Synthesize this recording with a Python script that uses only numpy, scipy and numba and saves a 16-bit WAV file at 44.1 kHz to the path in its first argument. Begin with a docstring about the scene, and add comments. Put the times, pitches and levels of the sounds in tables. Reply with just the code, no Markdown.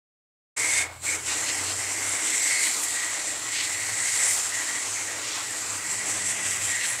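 """A hiss of water bursts in as a hose wand sweeps its jet over an outdoor air conditioner's coil.
Thousands of drops a second patter on the coil, ring its thin metal fins and sizzle between them.
The water also splatters off the frame and drums on the cabinet; twice the jet briefly slips off.
Behind it are two distant engines, a faint machine hum and the rumble of traffic."""
import sys
import numpy as np
from scipy import signal
from scipy.fft import rfft, irfft
from scipy.io import wavfile
from scipy.ndimage import map_coordinates
from numba import njit

SR = 44100
rng = np.random.default_rng(int(sys.argv[2]) if len(sys.argv) > 2 else 0)


def waveform_to_disk(signal):
    """Save audio, clipped to [-1, 1], as 16-bit WAV at the path in sys.argv[1]."""
    frames = np.transpose(np.atleast_2d(signal))
    scaled = np.clip(frames, -1, 1) * 32767
    samples = np.round(scaled).astype(np.int16)
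    wavfile.write(sys.argv[1], SR, samples)


N = 308700
T = np.arange(N) / SR
START_S, RISE_S = .563, .016  # when the sound starts, and how long it takes to come in
USUAL_AIM_DB = -31

# how squarely the sweeping jet meets the coil: (time [s], relative level [dB])
SWEEP = [(.57, -28), (.78, -26.5), (1.05, -30), (1.3, -29), (1.8, -32), (2.35, -27.5), (2.66, -26.5),
         (2.75, -29.5), (3.45, -35), (3.65, -30.5), (3.79, -33.5), (4.28, -25), (4.56, -32.5),
         (4.98, -33.5), (5.15, -35), (5.8, -33), (6.1, -30.5), (7, -30.5)]
# the jet slips off the coil: (leaves [s], fully back [s], loss [dB])
JET_MISSES = [(0.822, 1.052, 21), (1.154, 1.283, 8)]
# the jet splatters across the frame or a pipe: (time [s], half length [s], level [dB])
FRAME_HITS = [(0.773, .08, -36), (1.31, 0.083, -33.5), (1.488, 0.047, -29), (1.693, 0.079, -35.5),
              (2.29, 0.1, -34), (2.66, 0.057, -31), (3.599, 0.13, -31), (5.325, 0.19, -35.5),
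              (6.674, 0.14, -35), (6.847, 0.094, -32.5)]
# the tone colours of four water sounds: (frequency [Hz], relative level [dB])
SIZZLE_COLOUR = [(100, -61), (3000, -30), (4800, -7.5), (5900, -1.5), (6900, -0.5), (7700, 1), (8500, 4),
                 (9300, -12.5), (10500, -12.5), (14000, -30)]
SPLATTER_COLOUR = [(60, -58), (700, -18.5), (1500, -9.5), (2500, 0.5), (3400, -2.5), (4300, 0), (5100, -4),
                   (6500, -5.5), (9000, -42), (15000, -35)]
MIST_COLOUR = [(6000, -19), (9000, 6), (10400, 2), (11500, -2), (13000, -10), (15500, -20.5)]
WASH_COLOUR = [(40, -52), (120, -23.5), (220, -13), (290, -3), (370, -8.5), (600, -2.5), (950, -1),
               (1500, -0.5), (2400, -8), (4000, -9.5), (9000, -26)]
# the jet rests on loose fins: (start [s], end [s], pitch [Hz], first level [dB], last level [dB])
LOOSE_PATCHES = [(0.54, 0.82, 2125, -30.5, -28), (1.05, 1.141, 2230, -32.5, -31),
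                 (1.263, 1.604, 1990, -39.5, -38), (1.77, 2.3, 2056, -36.5, -38),
                 (2.3, 2.687, 2045, -33, -29), (2.93, 3.337, 1965, -35, -42),
                 (3.434, 4.1, 1994, -39, -34.5), (4.115, 4.3, 2006, -35.5, -31.5),
                 (4.51, 4.86, 1980, -32, -39.5), (4.944, 5.016, 2150, -35, -37.5),
                 (5.053, 5.144, 1860, -38, -37.5), (5.485, 5.542, 1800, -35, -35),
                 (5.773, 6.614, 1990, -41.5, -36.5), (6.66, 7, 1940, -33.5, -36)]
# the notes of the fins and the cabinet panels: (pitch [Hz], width [Hz], relative level [dB])
FIN_NOTES = [(1616, 31, 5.5), (1810, 41, 3), (1888, 16, -0.5), (1937, 20, 2), (2013, 21, -1.5),
             (2110, 32, -1.5), (2183, 37, 2), (2203, 78, 3.5), (2360, 140, 6.5), (2500, 31, 0.5)]
PANEL_NOTES = [(220, 6, -10), (257.3, 5, -2.5), (294.4, 7.5, 1), (318, 6.7, 6.5), (392.2, 8, 1),
               (429.3, 6.5, 4), (497, 29, 2.5), (596, 16, 0), (674, 17, -4), (810, 37, 1.5)]
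# how hard water drums on the panels: (time [s], level compared with the pouring water [dB])
PANEL_LEVEL = [(.6, -13.5), (1.15, -6.5), (2.45, -9.5), (2.85, -11.5), (3.3, -9.5), (4.1, -16.5),
               (5.2, -10.5), (6.2, -10), (7, -16.5)]
# a dip slides through the hiss as the wand moves: (time [s], frequency [Hz], depth [0-1])
HOLLOW_PATH = [(1.6, 3700, 0.16), (1.9, 3800, 0.47), (2.3, 4600, .45), (2.5, 4500, 0), (5.4, 3400, 0.2),
               (5.7, 3480, 0.4), (6.6, 4340, 0.43), (6.8, 4630, 0.45)]
# a distant engine speeds up: (time [s], pitch [Hz], relative level [dB])
ENGINE_DRONE = [(.57, 87, -54), (1.0, 86.5, -47.5), (1.35, 87.5, -52), (1.7, 94, -48.5), (2.08, 99.5, -49),
                (2.27, 100, -66), (3.3, 101, -77), (3.9, 102, -56), (4.8, 102, -59), (6.1, 102, -57),
                (7, 102, -62)]
# a machine hums: (time [s], level [dB])
HUM_LEVEL = [(.6, -59), (1.7, -61), (2.3, -77), (7, -67)]
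# how loud the traffic is: (time [s], level [dB])
TRAFFIC_LEVEL = [(.6, -56), (1.8, -55.5), (2.5, -62.5), (3.4, -57.5), (3.9, -53), (4.5, -59.5), (7, -51.5)]
# the tone colour of the traffic: (frequency [Hz], relative level [dB])
TRAFFIC_COLOUR = [(25, -42), (42, -38), (60, -18), (74, -13), (90, 1.5), (112, 5), (124, 1.5), (138, -6.5),
                  (200, -9.5), (400, -28)]
# brief whistles, bursts of misty hiss and one lingering fin:
# (time [s], half length [s], pitch [Hz], width [Hz], relative level [dB])
BRIEF_FLARES = [(0.77, 0.093, 3610, 50, -36.5), (0.816, 0.26, 805, 550, -43), (0.896, .16, 2194, 60, -47),
                (2.385, 0.18, 7600, 900, -29), (2.63, 0.26, 4340, 750, -34),
                (2.656, 0.097, 8600, 3000, -27), (2.835, .04, 8500, 3500, -28),
                (2.8, .25, 11400, 3500, -42), (2.85, 0.23, 9400, 650, -37), (4.02, 0.15, 7760, 1200, -28.5),
                (4.077, 0.41, 4380, 400, -45), (4.14, 0.13, 10600, 450, -41), (4.28, 0.16, 9170, 1410, -28),
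                (4.33, 0.1, 13200, 3000, -41), (4.964, .22, 6280, 500, -35.5),
                (5.394, 0.083, 1160, 550, -37), (5.333, 0.23, 3400, 900, -39.5),
                (5.7, 0.13, 1280, 300, -42), (6.45, 0.41, 2600, 700, -39.5), (6.91, 0.094, 10450, 500, -38)]
# a second engine goes by far off: (time [s], pitch [Hz], level [dB])
PASSING_DRONE = [(5.1, 101, -94), (5.6, 98.7, -60.5), (6.2, 96.1, -49.5), (6.6, 95.8, -53.5),
                 (7, 95.6, -66)]


def undb(db):
    """Turn decibels into a number to multiply by."""
    return 10 ** (np.asarray(db) / 20)


def unit(x):
    """Scale x to an average strength (rms) of 1."""
    return x / np.sqrt(np.mean(x ** 2))


def curves(table):
    """Join each column of a timed table with straight lines."""
    times, *columns = np.transpose(table)
    return [np.interp(T, times, column) for column in columns]


def wander(rate):
    """A smooth random wobble of strength 1 that changes about rate times a second."""
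    points = rng.standard_normal(1024)
    times = T[::32]
    smooth = map_coordinates(points, [times * rate], order=2, mode="wrap")
    return unit(np.interp(T, times, smooth))


def colour(x, spectrum):
    """Give x the tone colour in a table, at strength 1."""
    hz, db = np.transpose(spectrum)
    bin_hz = np.maximum(np.arange(N // 2 + 1) * SR / N, 1)
    gain = undb(np.interp(np.log(bin_hz), np.log(hz), db))
    return unit(irfft(rfft(x) * gain, N))


@njit
def band_pass(x, hz, width):
    """Keep a band of frequencies around hz, which may move."""
    y, band, low = np.empty(len(x)), 0., 0.
    for i in range(len(x)):
        tuning, damping = np.tan(np.pi * hz[i] / SR), width / hz[i]
        swing = (band + tuning * (x[i] - low)) / (1 + tuning * (tuning + damping))
        band, low = 2 * swing - band, low + 2 * tuning * swing
        y[i] = damping * swing
    return y


def resonate(x, hz, width):
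    """Let x ring one note, at strength 1; a narrow width rings longer."""
    return unit(band_pass(x, hz * np.ones(N), float(width)))


def drops(per_second, scatter_db):
    """Drops land at random moments, a few much harder than the rest."""
    lands = rng.random(N) < per_second / SR
    return unit(lands * rng.standard_normal(N) * undb(scatter_db * rng.standard_normal(N)))


def jet_force(shake_start_s=5.82, shake_period_s=0.193, shake_db=2.5, unsteady_db=0.44):
    """The jet's force in dB above the usual: a slow sweep, a wrist shake and an unsteady hand."""
    sweep_db, = curves(SWEEP)
    turns = (T - shake_start_s) / shake_period_s
    shake = -np.cos(2 * np.pi * turns) * np.clip(2 * turns + 1, 0, 1)
    return sweep_db - USUAL_AIM_DB + shake_db * shake + unsteady_db * wander(10)


def miss_loss(fade_s, return_s=0.052):
    """The dB lost when the jet slips off: a sound falls 20 dB per fade_s, then returns with the jet."""
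    loss = np.zeros(N)
    for leaves, back, depth_db in JET_MISSES:
        falling = 20 * (T - leaves) / fade_s
        returning = depth_db * (back - T) / return_s
        loss += np.clip(np.minimum(falling, returning), 0, depth_db)
    return loss


def sizzle(force_db, usual_hz=7530, hz_per_db=40, broad_db=-2):
    """Drops burst between the fins; a stronger jet sizzles louder and higher."""
    hz = usual_hz + hz_per_db * force_db
    narrow = resonate(resonate(drops(20000, 1.0), hz, width=1250), hz, width=3700)
    broad = colour(drops(20000, 1.1), SIZZLE_COLOUR) * undb(broad_db)
    level_db = USUAL_AIM_DB + force_db + 0.77 + 0.53 * wander(45)
    return unit(narrow + broad) * undb(level_db)


def fin_patches(attack_s=0.024, fade_s=0.079, stiff_hz=1980, stiff_db=-44.5):
    """Level and pitch of the fins: loose patches ring out, stiff fins weakly; the loudest sets pitch."""
    power = undb(stiff_db - 0.9 * miss_loss(fade_s)) ** 2
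    weighted_hz = power * stiff_hz
    for start, end, hz, first_db, last_db in LOOSE_PATCHES:
        held_db = np.interp(T, [start, end], [first_db, last_db])
        faded_db = 20 * np.maximum(T - end, 0) / fade_s
        gain = np.clip((T - start) / attack_s, 0, 1) * undb(held_db - faded_db)
        power += gain ** 2
        weighted_hz += hz * gain ** 2
    return np.sqrt(power), weighted_hz / power


def fins(flutter_db=0.3, rattle_db=-10, hop_db=0.56):
    """Drops ring the fins; the jet hops from fin to fin, so each note flutters in level."""
    gain, patch_hz = fin_patches()
    ring = unit(sum(resonate(drops(6000, 3.3), hz, width) * undb(db + flutter_db * wander(35))
                    for hz, width, db in FIN_NOTES))
    rattle = resonate(drops(5000, 1.1), patch_hz, width=440) * undb(rattle_db)
    # only the fins under the jet sound strongly
    return resonate(ring + rattle, patch_hz, width=190) * gain * undb(hop_db * wander(12))


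def spray(force_db, clump_db=0.65):
    """The jet breaks into clumps of drops that sizzle, ring the fins and splatter off the frame."""
    clumps = undb(clump_db * wander(90))
    on_coil = undb(-38 + 0.52 * force_db)
    on_frame = sum(undb(db) * swell(time, half_length) for time, half_length, db in FRAME_HITS)
    sizzling = sizzle(force_db)
    splatter = colour(drops(14000, 1.1), SPLATTER_COLOUR) * np.hypot(on_coil, on_frame)
    mist = colour(drops(25000, 2.8), MIST_COLOUR) * undb(-43.5 + 0.81 * force_db)
    hiss = (sizzling + splatter + mist) * undb(-miss_loss(fade_s=0.053))
    return (hiss + fins()) * clumps


def wash(force_db, swirl_db=1.43, drain_s=0.26, first_rush_db=2.0, settle_s=1.):
    """Water pours through the coil and drums on the cabinet; it drains slowly when the jet leaves."""
    rush_db = first_rush_db * np.exp((START_S - T) / settle_s)
    level_db = -40.5 + 0.11 * force_db + rush_db - miss_loss(drain_s)
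    panel_db, = curves(PANEL_LEVEL)
    pour = colour(drops(12000, 2.2), WASH_COLOUR) * undb(swirl_db * wander(30))
    panels = sum(undb(db) * resonate(drops(3000, 3.4), hz, width) for hz, width, db in PANEL_NOTES)
    # open sheet metal gives off almost no deep bass
    panels = signal.sosfilt(signal.butter(4, 190, "high", fs=SR, output="sos"), panels)
    return (pour + unit(panels) * undb(panel_db)) * undb(level_db)


def hollow(x, width_hz=1100.):
    """The hiss and its reflection partly cancel in one moving band."""
    hz, depth = curves(HOLLOW_PATH)
    return x - depth * band_pass(x, hz, width_hz)


def shimmer(x, depth_db=1.2, count=30):
    """The jet keeps meeting new fins and gaps, so each band of the hiss rises and falls on its own."""
    bin_hz = np.arange(N // 2 + 1) * SR / N
    band_number = np.interp(bin_hz, [0, SR / 12, SR / 4], [0, count / 2, count - 1])
    spectrum = rfft(x)
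    bands = (irfft(spectrum * np.maximum(1 - np.abs(band_number - k), 0), N) for k in range(count))
    return sum(band * undb(depth_db * wander(9)) for band in bands)


def far_tone(hz, waver_db):
    """A far-off tone whose level wavers on the way."""
    phase = 2 * np.pi * np.cumsum(hz * np.ones(N)) / SR
    return unit(np.sin(phase) * undb(waver_db * wander(6.1)))


def street(hum_hz=122):
    """A distant engine speeds up over a machine's hum and the rumble of traffic."""
    hz, db = curves(ENGINE_DRONE)
    engine = far_tone(hz, 2.8) * undb(db - 1)
    undertone = far_tone(0.64 * hz, 1.2) * undb(-68)
    hum = far_tone(hum_hz, 0.57) * undb(curves(HUM_LEVEL)[0])
    traffic = colour(rng.standard_normal(N), TRAFFIC_COLOUR) * undb(curves(TRAFFIC_LEVEL)[0])
    return engine + undertone + hum + traffic


def swell(time, half_length):
    """A smooth rise and fall around one moment."""
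    return np.cos(np.pi / 2 * np.clip((T - time) / half_length, -1, 1)) ** 2


def flares(gain_db=-2):
    """Brief whistles, wide bursts of misty hiss, and one fin ringing on after the jet leaves."""
    patter = drops(12000, 4.5)
    sound = np.zeros(N)
    for time, half_length, hz, width, db in BRIEF_FLARES:
        band = resonate(resonate(patter, hz, width), hz, 2 * width)
        sound += band * swell(time, half_length) * undb(db + gain_db)
    return sound


def passing_engine(octave_db=-4):
    """Near the end a second engine goes by far off, its pitch sinking."""
    hz, db = curves(PASSING_DRONE)
    return (far_tone(hz, 3.2) + undb(octave_db) * far_tone(2 * hz, 0.69)) * undb(db)


def scene():
    """Water on the coil and the street behind it, the same in both ears."""
    force_db = jet_force()
    water = shimmer(hollow(spray(force_db) + wash(force_db))) + flares()
    return np.tile(water + street() + passing_engine(), (2, 1))


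def record(dry, top_hz=15550):
    """The sound starts suddenly out of silence; the highest treble is cut off."""
    opening = np.clip((T - START_S) / RISE_S, 0, 1)
    lowpass = signal.ellip(10, .1, 80, top_hz, fs=SR, output="sos")
    return signal.sosfilt(lowpass, dry * opening)


dry = scene()
out = record(dry)
waveform_to_disk(out)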